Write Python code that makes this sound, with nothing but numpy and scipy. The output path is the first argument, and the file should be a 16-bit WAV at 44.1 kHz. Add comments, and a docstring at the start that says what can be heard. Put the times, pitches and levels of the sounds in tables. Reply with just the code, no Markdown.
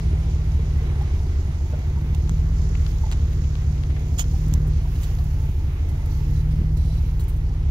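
"""A lumpy engine buzz and boom swells and sags over hiss, rustling grass, snapping twigs and body knocks.
A cross-plane V8 pickup creeps through brush a few metres from a phone, its idle hunting up and down.
Even firings make harmonics of the firing rate; the uneven order of the two banks rings the muffler.
Filtered noise makes gas, fan and grass; cracks, scrapes and rings make twigs; decaying modes make knocks."""
import sys
import numpy as np
from scipy import signal
from scipy.fft import rfft, irfft, next_fast_len
from scipy.io import wavfile
from scipy.ndimage import uniform_filter1d

SR = 44100
rng = np.random.default_rng(int(sys.argv[2]) if len(sys.argv) > 2 else 0)


def file_out(sig):
    """Save sig as 16-bit WAV at sys.argv[1]."""
    # one column per channel
    cols = np.atleast_2d(sig).T
    # limit, then scale
    lim = np.clip(cols, -1, 1)
    pcm = np.round(lim * 32767).astype(np.int16)
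    wavfile.write(sys.argv[1], SR, pcm)


N = 339570
PORT_LAG = 9  # delay between the two microphone ports, samples
IDLE_HZ = 4.5  # reference engine speed, cycles of two crank turns a second


def undb(db):
    """Amplitude ratio: twenty decibels make a factor of ten."""
    return 10 ** (np.asarray(db) / 20)


def level(x, db):
    """Energy normalisation: the root mean square is set to a level in dB."""
    return x * undb(db) / np.sqrt(np.mean(x ** 2))


def curves(table):
    """Linear interpolation: the columns of a table joined by straight lines in time."""
    s, *columns = np.transpose(table)
    return [np.interp(np.arange(N) / SR, s, c) for c in columns]


def at(table, hz):
    """Spectral envelope: a table of (hz, value) read on a log-frequency axis."""
    table_hz, value = np.transpose(table)
    return np.interp(np.log(hz + 1), np.log(table_hz), value)


def band(x, hz, width_hz):
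    """Second-order resonance with gain 1 at its centre."""
    b, a = signal.iirpeak(hz, hz / width_hz, SR)
    return signal.lfilter(b, a, x)


def walk(rate):
    """Slow random modulation: levels held 1 / rate s and slewed twice; spread near 1."""
    k = int(SR / rate)
    steps = np.repeat(rng.standard_normal(N // k + 1), k)
    return 1.62 * uniform_filter1d(uniform_filter1d(steps, k), k)[:N]


def pan(x, db):
    """Level and time difference: left minus right in dB; left lags unless it is at least 3 dB louder."""
    lag = PORT_LAG if db < 3 else -PORT_LAG
    return np.array([np.roll(x, lag) * undb(db / 2), x * undb(-db / 2)])


def coloured(tone, flicker_db, likeness=None, gate=1):
    """Subtractive synthesis: shaped noise whose octave slices each flicker over a shared swell."""
    size = next_fast_len(N)
    hz = np.arange(size // 2 + 1) * SR / size
    common, left, right = rfft(rng.standard_normal((3, size)))
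    # share of the power common to both ports
    share = np.clip(at(likeness, hz), 0, 1) if likeness else 1
    late = np.exp(-2j * np.pi * hz * PORT_LAG / SR)
    pair = np.array([common * late, common]) * np.sqrt(share) + np.array([left, right]) * np.sqrt(1 - share)
    pair = pair * undb(at(tone, hz))
    slices = np.floor(np.log2(hz + 1)).astype(int).clip(7, 13)
    swell = walk(3.116)
    out = 0
    for k in range(7, 14):
        flicker = undb(flicker_db * (.4 * swell + walk(14)))
        out = out + irfft(pair * (slices == k), size)[:, :N] * flicker
    return level(out * gate, 0)


def engine_cycle():
    """Rotational inertia: the flywheel smooths the speed, whose integral is the position in the cycle."""
    # engine speed before the flywheel smooths it: start_s, speed_hz (cycles of two crank turns a second)
    speed_table = [(0.0, 4.928), (0.6, 4.732), (1.2, 4.031), (1.5, 3.937), (1.75, 4.199), (2.3, 4.771),
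                   (2.6, 4.923), (3.5, 4.457), (3.95, 4.44), (4.45, 4.746), (4.8, 4.632), (5.1, 4.583),
                   (5.5, 4.128), (5.75, 4.025), (6.05, 4.221), (6.5, 4.763), (6.8, 4.778), (7.2, 4.628),
                   (7.7, 4.505)]
    flywheel_s = .2
    # cycle position runs ahead above IDLE_HZ and behind below it, making speed changes a little livelier
    speed_lead_s = .011
    speed = uniform_filter1d(curves(speed_table)[0], size=int(flywheel_s * SR), mode="nearest")
    return speed, np.cumsum(speed) / SR + speed_lead_s * (speed - IDLE_HZ)


def buzz_and_drone(firing, lift_db, second_db):
    """Fourier series: even firings sound at whole multiples of the firing rate, locked to crank angle."""
    # buzz at multiples of the firing rate: multiple, relative_db
    multiples = [(2, 4.5), (3, -3.5), (4, 0), (5, -21)]
    # tone at the firing rate falls behind as the truck's tail swings round: start_s, late_rad
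    drone_late = [(0, .1), (4, .3), (6.3, 1.05), (7.7, .85)]
    # tones of the exhaust: start_s, buzz_db, drone_db
    tone_levels = [(0.0, -30, -30), (0.83, -29, -27), (0.96, -29, -34), (1.22, -33, -27), (1.63, -38, -34),
                   (1.97, -31.5, -36), (2.36, -29.5, -23.5), (3.11, -30.5, -25.5), (3.26, -28, -27.5),
                   (4.1, -31, -32.5), (4.22, -32.5, -26.5), (4.57, -26, -23), (4.95, -32.5, -26.5),
                   (5.42, -28.5, -26.5), (5.83, -37, -30), (6.37, -26, -24), (7.57, -32.5, -25.5),
                   (7.7, -28, -25)]
    buzz_lag = 1.3  # how late the buzz peaks, radians of a firing
    buzz_db, drone_db = curves(tone_levels)
    angle = 2 * np.pi * firing - buzz_lag
    buzz = 0
    for k, db in multiples:
        multiple_db = db + lift_db * (k == 4) + second_db * (k == 2) + .6 * walk(8)
        buzz = buzz + undb(multiple_db) * np.sqrt(2) * np.sin(k * angle)
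    drone = undb(drone_db) * np.sqrt(2) * np.sin(angle - curves(drone_late)[0])
    return drone + undb(buzz_db) * buzz


def firing_pulses(count):
    """Impulse excitation: one puff per firing, signed by bank, and a stray random part."""
    # bank of each firing in order: sign
    banks = [1, -1, 1, -1, -1, 1, -1, 1]
    # mean strength of each cylinder in firing order: relative_db
    cylinder_db = [1.4, 1.9, 0, -.6, -.6, -1.3, -.6, -.3]
    scatter_db = 1.3  # from firing to firing
    starts = np.flatnonzero(np.diff(count)) + 1
    chance = rng.standard_normal((2, len(starts)))
    puffs, stray = np.zeros(N), np.zeros(N)
    strength_db = np.take(cylinder_db, count[starts], mode="wrap") + scatter_db * chance[0]
    puffs[starts] = np.take(banks, count[starts], mode="wrap") * undb(strength_db)
    stray[starts] = chance[1]
    return puffs, stray


def muffler_boom(puffs):
    """Resonators in series: the uneven bank pattern rings the muffler chambers."""
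    # muffler chambers: pitch_hz, width_hz
    chambers = [(61.5, 17), (76, 16)]
    boom = puffs
    for hz, width_hz in chambers:
        boom = band(boom, hz, width_hz)
    return level(boom, 0)


def shell_ring(puffs, count):
    """Once-a-cycle forcing: one cylinder rings each shell resonance, filtered twice."""
    # shell resonances: pitch_hz, filter_width_hz, level_db (relative to the boom)
    shell = [(22.3, 6.1, -17), (146, 23, -14.5)]
    # cylinder that drives each: firing_index
    drivers = [1, 4]
    # outward or inward push: sign
    pushes = [1, -1]
    out = 0
    for k, push, (hz, width_hz, db) in zip(drivers, pushes, shell):
        blow = push * np.abs(puffs) * (count % 8 == k)
        out = out + level(band(band(blow, hz, width_hz), hz, width_hz), db)
    return out


def tailpipe_ring(puffs, stray):
    """Pipe resonance: every firing, of uneven strength and sometimes reversed sign, rings the tailpipe."""
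    # pipe resonances: pitch_hz, filter_width_hz (second pass twice as wide), relative_db
    pipe_modes = [(259.6, 35, -4), (328.3, 19, -8.5), (368.6, 39, -15), (477.6, 19, -12.5)]
    blows = np.abs(puffs) * undb(2 * stray) * np.sign(stray + .7)
    # a blow pushes for about a millisecond
    blows = uniform_filter1d(uniform_filter1d(blows, size=40), size=40)
    return sum(level(band(band(blows, hz, width_hz), hz, 2 * width_hz), db) for hz, width_hz, db in pipe_modes)


def stray_growl(stray):
    """Random forcing: stray firing strength excites a broad low resonance."""
    return level(band(band(stray, 179, 70), 179, 70), 0)


def exhaust(cycle, speed):
    """Source and filter: crank-locked tones and firing pulses ring muffler, shell and tailpipe."""
    # rough part, thickest as the engine pulls:
    # start_s, growl_db, tailpipe_db, fourth_multiple_lift_db, second_multiple_lift_db
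    pull = [(0, -46, -47, -0.5, 0), (.6, -47, -45.5, -2, 0), (1.03, -41, -44.5, -1.5, -1),
            (1.63, -44, -47.5, 0, 3), (2.3, -39, -44, 1.5, -1), (2.64, -43, -46, 0, -1),
            (2.95, -51, -44.5, -3, -1), (3.3, -42, -45.5, -2, -1), (4.1, -45, -42.5, 1, 0),
            (4.55, -36, -41, 2, -3), (4.9, -47, -44.5, 0.5, 0), (5.3, -43, -46, -1.5, -2),
            (5.8, -52, -46, -1.5, 1), (6.15, -44, -42, 0.5, -3), (6.6, -36, -41.5, 2, -4),
            (6.95, -43.5, -46, 0.5, -3), (7.25, -50, -47, 0.5, -2), (7.7, -48, -44, -0.5, -2)]
    first_firing = .1485  # share of a cycle before the first firing
    # the boom swells with engine speed, a little late
    boom_idle_db, boom_db_per_hz, boom_late_s = -22.8, 1.5, 0.15
    t = np.arange(N) / SR
    boom_db = boom_idle_db + boom_db_per_hz * (np.interp(t - boom_late_s, t, speed) - IDLE_HZ)
    growl_db, pipe_db, lift_db, second_db = curves(pull)

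    firing = 8 * (cycle - first_firing)
    count = np.floor(firing).astype(int)
    puffs, stray = firing_pulses(count)
    tones = buzz_and_drone(firing, lift_db, second_db)
    boom = (muffler_boom(puffs) + shell_ring(puffs, count)) * undb(boom_db)
    rough = stray_growl(stray) * undb(growl_db) + tailpipe_ring(puffs, stray) * undb(pipe_db)
    return pan(tones + boom + rough, -.35), firing % 1


def knocks():
    """Modal synthesis: a soft blow rings the modes of a body panel, which decay exponentially."""
    # knocks on the body: start_s, nominal_peak_db, ring_hz, t60_s
    blows = [(.592, -28, 435, 0.048), (.807, -38, 454, 0.17), (.997, -39, 794, .06),
             (1.011, -29.5, 820, 0.051), (1.2, -40, 886, 0.053), (1.725, -35, 482, 0.07),
             (1.968, -39, 945, 0.073), (2.14, -45, 805, 0.055), (3.035, -30, 880, 0.058),
             (3.064, -33, 834, 0.038), (4.334, -41, 784, 0.1), (4.537, -30, 960, .02),
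             (4.852, -36, 950, 0.045), (4.87, -46, 740, .1), (5.186, -40, 713, 0.06), (6.2, -47, 940, .15),
             (7.5, -44, 800, 0.085)]
    # modes of a panel: multiple (of its ring), relative_db
    panel = [(1, 2), (1.13, -10.5), (.86, -10.5), (2.37, -12)]
    # faint taps of stems between the knocks
    tap_count, tap_hz, tap_t60_s = 60, (420, 1400), .05
    tap_floor_db, tap_spread_db = -53, 3.5
    rise_s = 0.004
    t = np.arange(8000) / SR
    out = np.zeros(N + len(t))
    when, size, pitch = rng.random((tap_count, 3)).T
    tap_s = when * N / SR
    tap_db = tap_floor_db - tap_spread_db * np.log(1 - size)
    tap_pitch_hz = np.geomspace(*tap_hz, num=50)[(50 * pitch).astype(int)]
    taps = zip(tap_s, tap_db, tap_pitch_hz, [tap_t60_s] * tap_count)
    for s, peak_db, hz, t60_s in [*blows, *taps]:
        modes = sum(undb(db) * np.sin(2 * np.pi * k * hz * t) for k, db in panel)
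        decay = undb(peak_db - 60 * t / max(t60_s, .01))
        ring = modes * decay * (1 - np.exp(-t / rise_s))
        first = int(s * SR)
        out[first:first + len(t)] += np.sqrt(2) * ring
    return pan(out[:N], 0.5)


def twigs():
    """Fracture: a sharp crack over a short scrape and its tail, as a ring and three noise bands."""
    # snaps: start_s, nominal_peak_db, ring_hz, top_minus_peak_db, left_minus_right_db, tail_t60_ms
    snaps = [(1.0196, -50, 4500, -1, -6, 30), (1.14, -50, 2400, -20, 14, 18),
             (1.2032, -50, 2030, -20, 8, 15), (1.5224, -57, 3000, 4, -6, 15),
             (1.7903, -56, 4000, 6, -7, 20), (2.1475, -41, 3000, -2, -12, 17),
             (2.276, -46, 2490, -18, 18, 16), (2.2945, -27.5, 4060, -11, -6, 5),
             (2.38, -56, 4000, 4, -8, 20), (2.6399, -53, 4500, -1, -8, 20),
             (2.752, -43, 2180, -39, 31.5, 14), (2.865, -40.5, 3000, -30, 27, 11),
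             (3.1155, -29.5, 3500, -6, -4, 10), (3.123, -30, 3000, -20, -6, 36),
             (3.321, -46.5, 2200, -18, 18.5, 54), (3.3318, -55, 4500, 6, -10, 15),
             (3.439, -49.5, 2490, -29, 22, 43), (3.5545, -39.5, 2600, -22, 18, 7.9),
             (3.62, -53, 1250, -40, 12, 56), (3.717, -57, 4000, 7, -9, 12),
             (3.779, -50.5, 2600, -30, 18, 27), (3.8365, -40.5, 2460, -34, 29, 7.9),
             (3.8996, -44, 2050, -30, 17.5, 50), (3.965, -40.5, 1600, -22, 11, 32),
             (3.9943, -56, 4000, 5, -7, 40), (4.2415, -39, 3500, -20, 12, 8.2),
             (4.3779, -57, 4000, 7, -11, 20), (4.4827, -56, 4000, 11, -12, 20),
             (4.527, -42, 2500, 0, 12, 14), (4.5358, -49, 4500, 2, -16, 30), (4.5388, -33, 5600, 0, -20, 3),
             (4.5505, -43, 3000, -4, 7, 20), (4.6698, -58, 4000, 10, -11, 70),
             (4.956, -43, 3580, -10, -3, 46), (5.0215, -54, 4000, 9, -14, 60),
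             (5.0327, -38.5, 3800, -6, -8.5, 58), (5.187, -41, 3800, -10, 2, 18),
             (5.2415, -59, 4000, 12, -11, 25), (5.452, -60, 4000, 8, -11, 20),
             (5.8887, -52, 3500, 1, -12, 53), (6.059, -51, 3500, 9, -5, 25), (6.773, -45, 4000, 4, -7, 24),
             (6.8518, -59, 4000, 6, -12, 30), (7.196, -42.5, 4030, 3.5, -6, 81),
             (7.2387, -54, 4000, 9, -8, 25), (7.281, -48, 4000, 9, -6, 85), (7.3647, -54, 4000, 7, -6, 40)]
    # twigs on the left lie behind the truck and are duller
    centre_treble_db, duller_db_per_pan_db = -8.5, 0.8448
    scrape_share = 0.2  # the scrape holds for this share of the tail
    ring_share = 0.85  # filter width of the ring as a share of its pitch
    crack_db = 3  # the break itself, over the scrape
    # low body under the ring spreads to both ports: a share of the twig's pan, plus a lean to the left
    wood_db, wood_pan_share, wood_lean_db = -2, .55, 8

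    def unit(x):
        """Peak normalisation: the largest swing is 1."""
        return x / np.abs(x).max()

    noise = rng.standard_normal(N)
    edges_hz = [(5000, 7600), (8500, 15500), (600, 2200)]  # treble, top, wood
    filters = [signal.butter(3, e, "band", fs=SR, output="sos") for e in edges_hz]
    treble, top, wood = [level(signal.sosfilt(f, noise), -9.3) for f in filters]
    before = 2 * PORT_LAG  # silent samples ahead of the snap leave room for the lag
    age_ms = (np.arange(6000) - before) / SR * 1000
    click = 1. * (age_ms == 0)
    treble_crack, top_crack, wood_crack = [unit(signal.sosfilt(f, click)) for f in filters]
    out = np.zeros((2, N))
    for s, peak_db, hz, top_db, pan_db, tail_ms in snaps:
        first = int(s * SR) - before
        span = slice(first, first + len(age_ms))
        tail_age_ms = np.clip(age_ms - scrape_share * tail_ms, 0, None)
        scrape = undb(-60 * tail_age_ms / max(tail_ms, 2)) * (age_ms >= 0)
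        width_hz = ring_share * hz
        ring = level(band(band(noise[span], hz, width_hz), hz, width_hz), -8.3)
        ring_crack = unit(band(band(click, hz, width_hz), hz, width_hz))

        body = (wood[span] * scrape + undb(crack_db) * wood_crack) * undb(peak_db + wood_db)
        out[:, span] += pan(body, wood_pan_share * pan_db + wood_lean_db)
        treble_db = centre_treble_db - duller_db_per_pan_db * pan_db
        # the left port is shaded from the treble: sound, crack, relative dB, left shade dB
        parts = [(ring, ring_crack, 0, 0),
                 (treble[span], treble_crack, treble_db, -5),
                 (top[span], top_crack, top_db, -9)]
        for sound, crack, db, shade_db in parts:
            part = (sound * scrape + undb(crack_db) * crack) * undb(peak_db + db)
            out[:, span] += pan(part, pan_db) * undb([[shade_db], [0]])
    return out


def branch_swipe():
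    """Friction noise: a branch dragged by gives resonant noise with a rapid random roughness."""
    # one swipe: start_s, ease_s, end_s, level_db (before roughness and envelope)
    swipe = (4.179, 4.2, 4.222, -31.5)
    attack_s, release_s, ease_db = .008, 0.012, -5
    start, ease, end, swipe_db = swipe
    noise, t = rng.standard_normal(N), np.arange(N) / SR
    drag = np.interp(t, [start, start + attack_s, ease, ease + attack_s / 2, end, end + release_s],
                     [0, 1, 1, undb(ease_db), undb(1.5 * ease_db), 0])
    drag = drag * undb(1.6 * walk(430))
    rasp = band(band(noise, 6850, 940), 6200, 1200)
    rasp = rasp + 0.38 * band(noise, 3220, 510) + 0.26 * band(noise, 5400, 1200)
    rasp = rasp + 0.11 * band(noise, 11800, 1500) + 0.035 * noise
    low = level(band(noise, 1500, 2600), swipe_db - 5.5)
    return pan(level(rasp, swipe_db) * drag, -15.0) + pan(low * drag, 1.5)


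def grass():
    """Granular noise: dense tiny grains of uneven size make a swish and a finer crackle."""
    # grass brushing past: start_s, swish_db, crackle_db
    brush = [(0, -64.5, -71), (.4, -61.5, -63), (.65, -63.5, -63), (1.05, -65.5, -68), (1.7, -60.5, -64),
             (2.1, -63.5, -63), (2.7, -57.5, -65.5), (3.2, -57, -65), (3.8, -61.5, -67), (4.4, -57, -60),
             (4.74, -64, -62.5), (5.08, -58.5, -53.5), (5.3, -63.5, -59), (5.6, -67, -62.5),
             (6.37, -62, -60), (6.85, -71.5, -62), (7.1, -66.5, -63), (7.7, -69, -68)]
    # spectra: pitch_hz, relative_density_db (per Hz)
    swish_tone = [(1500, -2.5), (3500, 6.5), (6800, 14), (7600, 5.5), (8200, -47)]
    crackle_tone = [(3000, 2.5), (7500, -39), (9500, -8), (12000, -2.5), (15000, -5)]
    pan_db = -17.5  # left minus right
    likeness = [(1000, .2), (15000, .2)]  # (Hz, share common to both ports)
    sizes = np.repeat(rng.exponential(size=N // 64 + 1), 64)[:N]
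    grains = uniform_filter1d(undb(1.5 * sizes), size=48)
    swish_db, crackle_db = curves(brush)
    swish = coloured(swish_tone, 1.2, likeness, grains) * undb(swish_db)
    crackle = coloured(crackle_tone, 1.9, likeness, grains) * undb(crackle_db)
    return (swish + crackle) * undb(np.array([[.5], [-.5]]) * pan_db)


def stem_squeaks():
    """Friction resonance: stems dragged along the paint squeak in narrow bands of noise."""
    # drags along the body: start_s, end_s, level_db (before panning), squeak_hz
    drags = [(6.093, 6.212, -68, 4460), (6.338, 6.413, -68.5, 4000), (6.507, 6.53, -66.5, 3600),
             (6.764, 6.995, -66.5, 4000), (7.015, 7.114, -71, 4140), (2.87, 2.912, -67, 4500)]
    noise, t = rng.standard_normal(N), np.arange(N) / SR
    out = 0
    for start, end, db, hz in drags:
        squeak = band(noise, hz, 35) + .25 * band(noise, 1.15 * hz, 50) + .7 * band(noise, 1.4 * hz, 60)
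        squeak = squeak + .3 * band(noise, 1.1 * hz, 2000) + .6 * band(noise, 2.65 * hz, 90)
        envelope = np.interp(t, [start, start + 0.0046, end, end + 0.0044], [0, 1, 1, 0])
        out = out + level(squeak, db) * envelope
    return pan(out, -33.0)


def gas(phase):
    """Turbulence: gas rush, fan and valve gear hiss, pulsing a little with each firing."""
    # spectrum of the hiss: pitch_hz, relative_density_db (per Hz)
    gas_tone = [(100, -25), (170, -9.5), (230, -14), (383, -13), (549, -26), (651, -21.5), (1580, -30),
                (2160, -29), (2650, -33), (6060, -39.5), (7050, -49), (8050, -47), (9540, -45.5),
                (14500, -57), (15600, -62)]
    # coherence of the ports: pitch_hz, common_share
    gas_likeness = [(100, 0.85), (300, 1), (700, 0.72), (2000, 0.3), (8000, 0.11)]
    # shading of the ports: pitch_hz, left_minus_right_db
    port_shade = [(60, 3), (110, -23), (200, 3), (380, -3), (700, 2.5), (1290, 0), (2380, -3.5),
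                  (4400, 0.5), (8120, -4.5), (15000, -8)]
    # gas and fan: start_s, level_db (before shading)
    hiss_levels = [(0, -41.5), (.75, -40.5), (1.7, -42), (2.6, -42), (4.1, -43), (4.8, -43), (5.7, -43.5),
                   (6.3, -44.5), (7, -44), (7.7, -44.5)]
    pulse = 1 + 0.069 * np.cos(2 * np.pi * phase)
    hiss = coloured(gas_tone, 1.0, gas_likeness, pulse)
    hz = np.fft.rfftfreq(N, 1 / SR)
    shade = undb(np.outer([.5, -.5], at(port_shade, hz)))
    return irfft(rfft(hiss) * shade, N) * undb(curves(hiss_levels)[0])


def belt_whirr():
    """Narrow-band noise: belt-driven gear whirrs at fixed resonances with wandering levels."""
    # resonances: pitch_hz, width_hz, base_level_db
    whirr_bands = [(885.4, 35, -63), (2048, 12, -63), (1327, 68, -68)]
    # shared swell: start_s, gain_db
    whirr_swell = [(0, 1), (2.3, 3.5), (3, -2), (5.2, -3), (6, 3.5), (7, 0.5), (7.7, -4)]
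    whirr = 0
    for hz, width_hz, db in whirr_bands:
        tone = level(band(rng.standard_normal(N), hz, width_hz), db)
        whirr = whirr + tone * undb(2 * walk(5))
    return pan(whirr * undb(curves(whirr_swell)[0]), -6.0)


def scene():
    """Superposition: the pressures of all sources add at the two ports."""
    speed, cycle = engine_cycle()
    pipe, phase = exhaust(cycle, speed)
    engine = pipe + gas(phase) + belt_whirr()
    brush = grass() + stem_squeaks() + twigs() + branch_swipe()
    return engine + brush + knocks()


def record(dry):
    """Band limiting: the phone cuts the top with a steep elliptic low-pass."""
    top_hz = 15700
    return signal.sosfilt(signal.ellip(10, .2, 70, top_hz, fs=SR, output="sos"), dry)


dry = scene()
out = record(dry)
file_out(out)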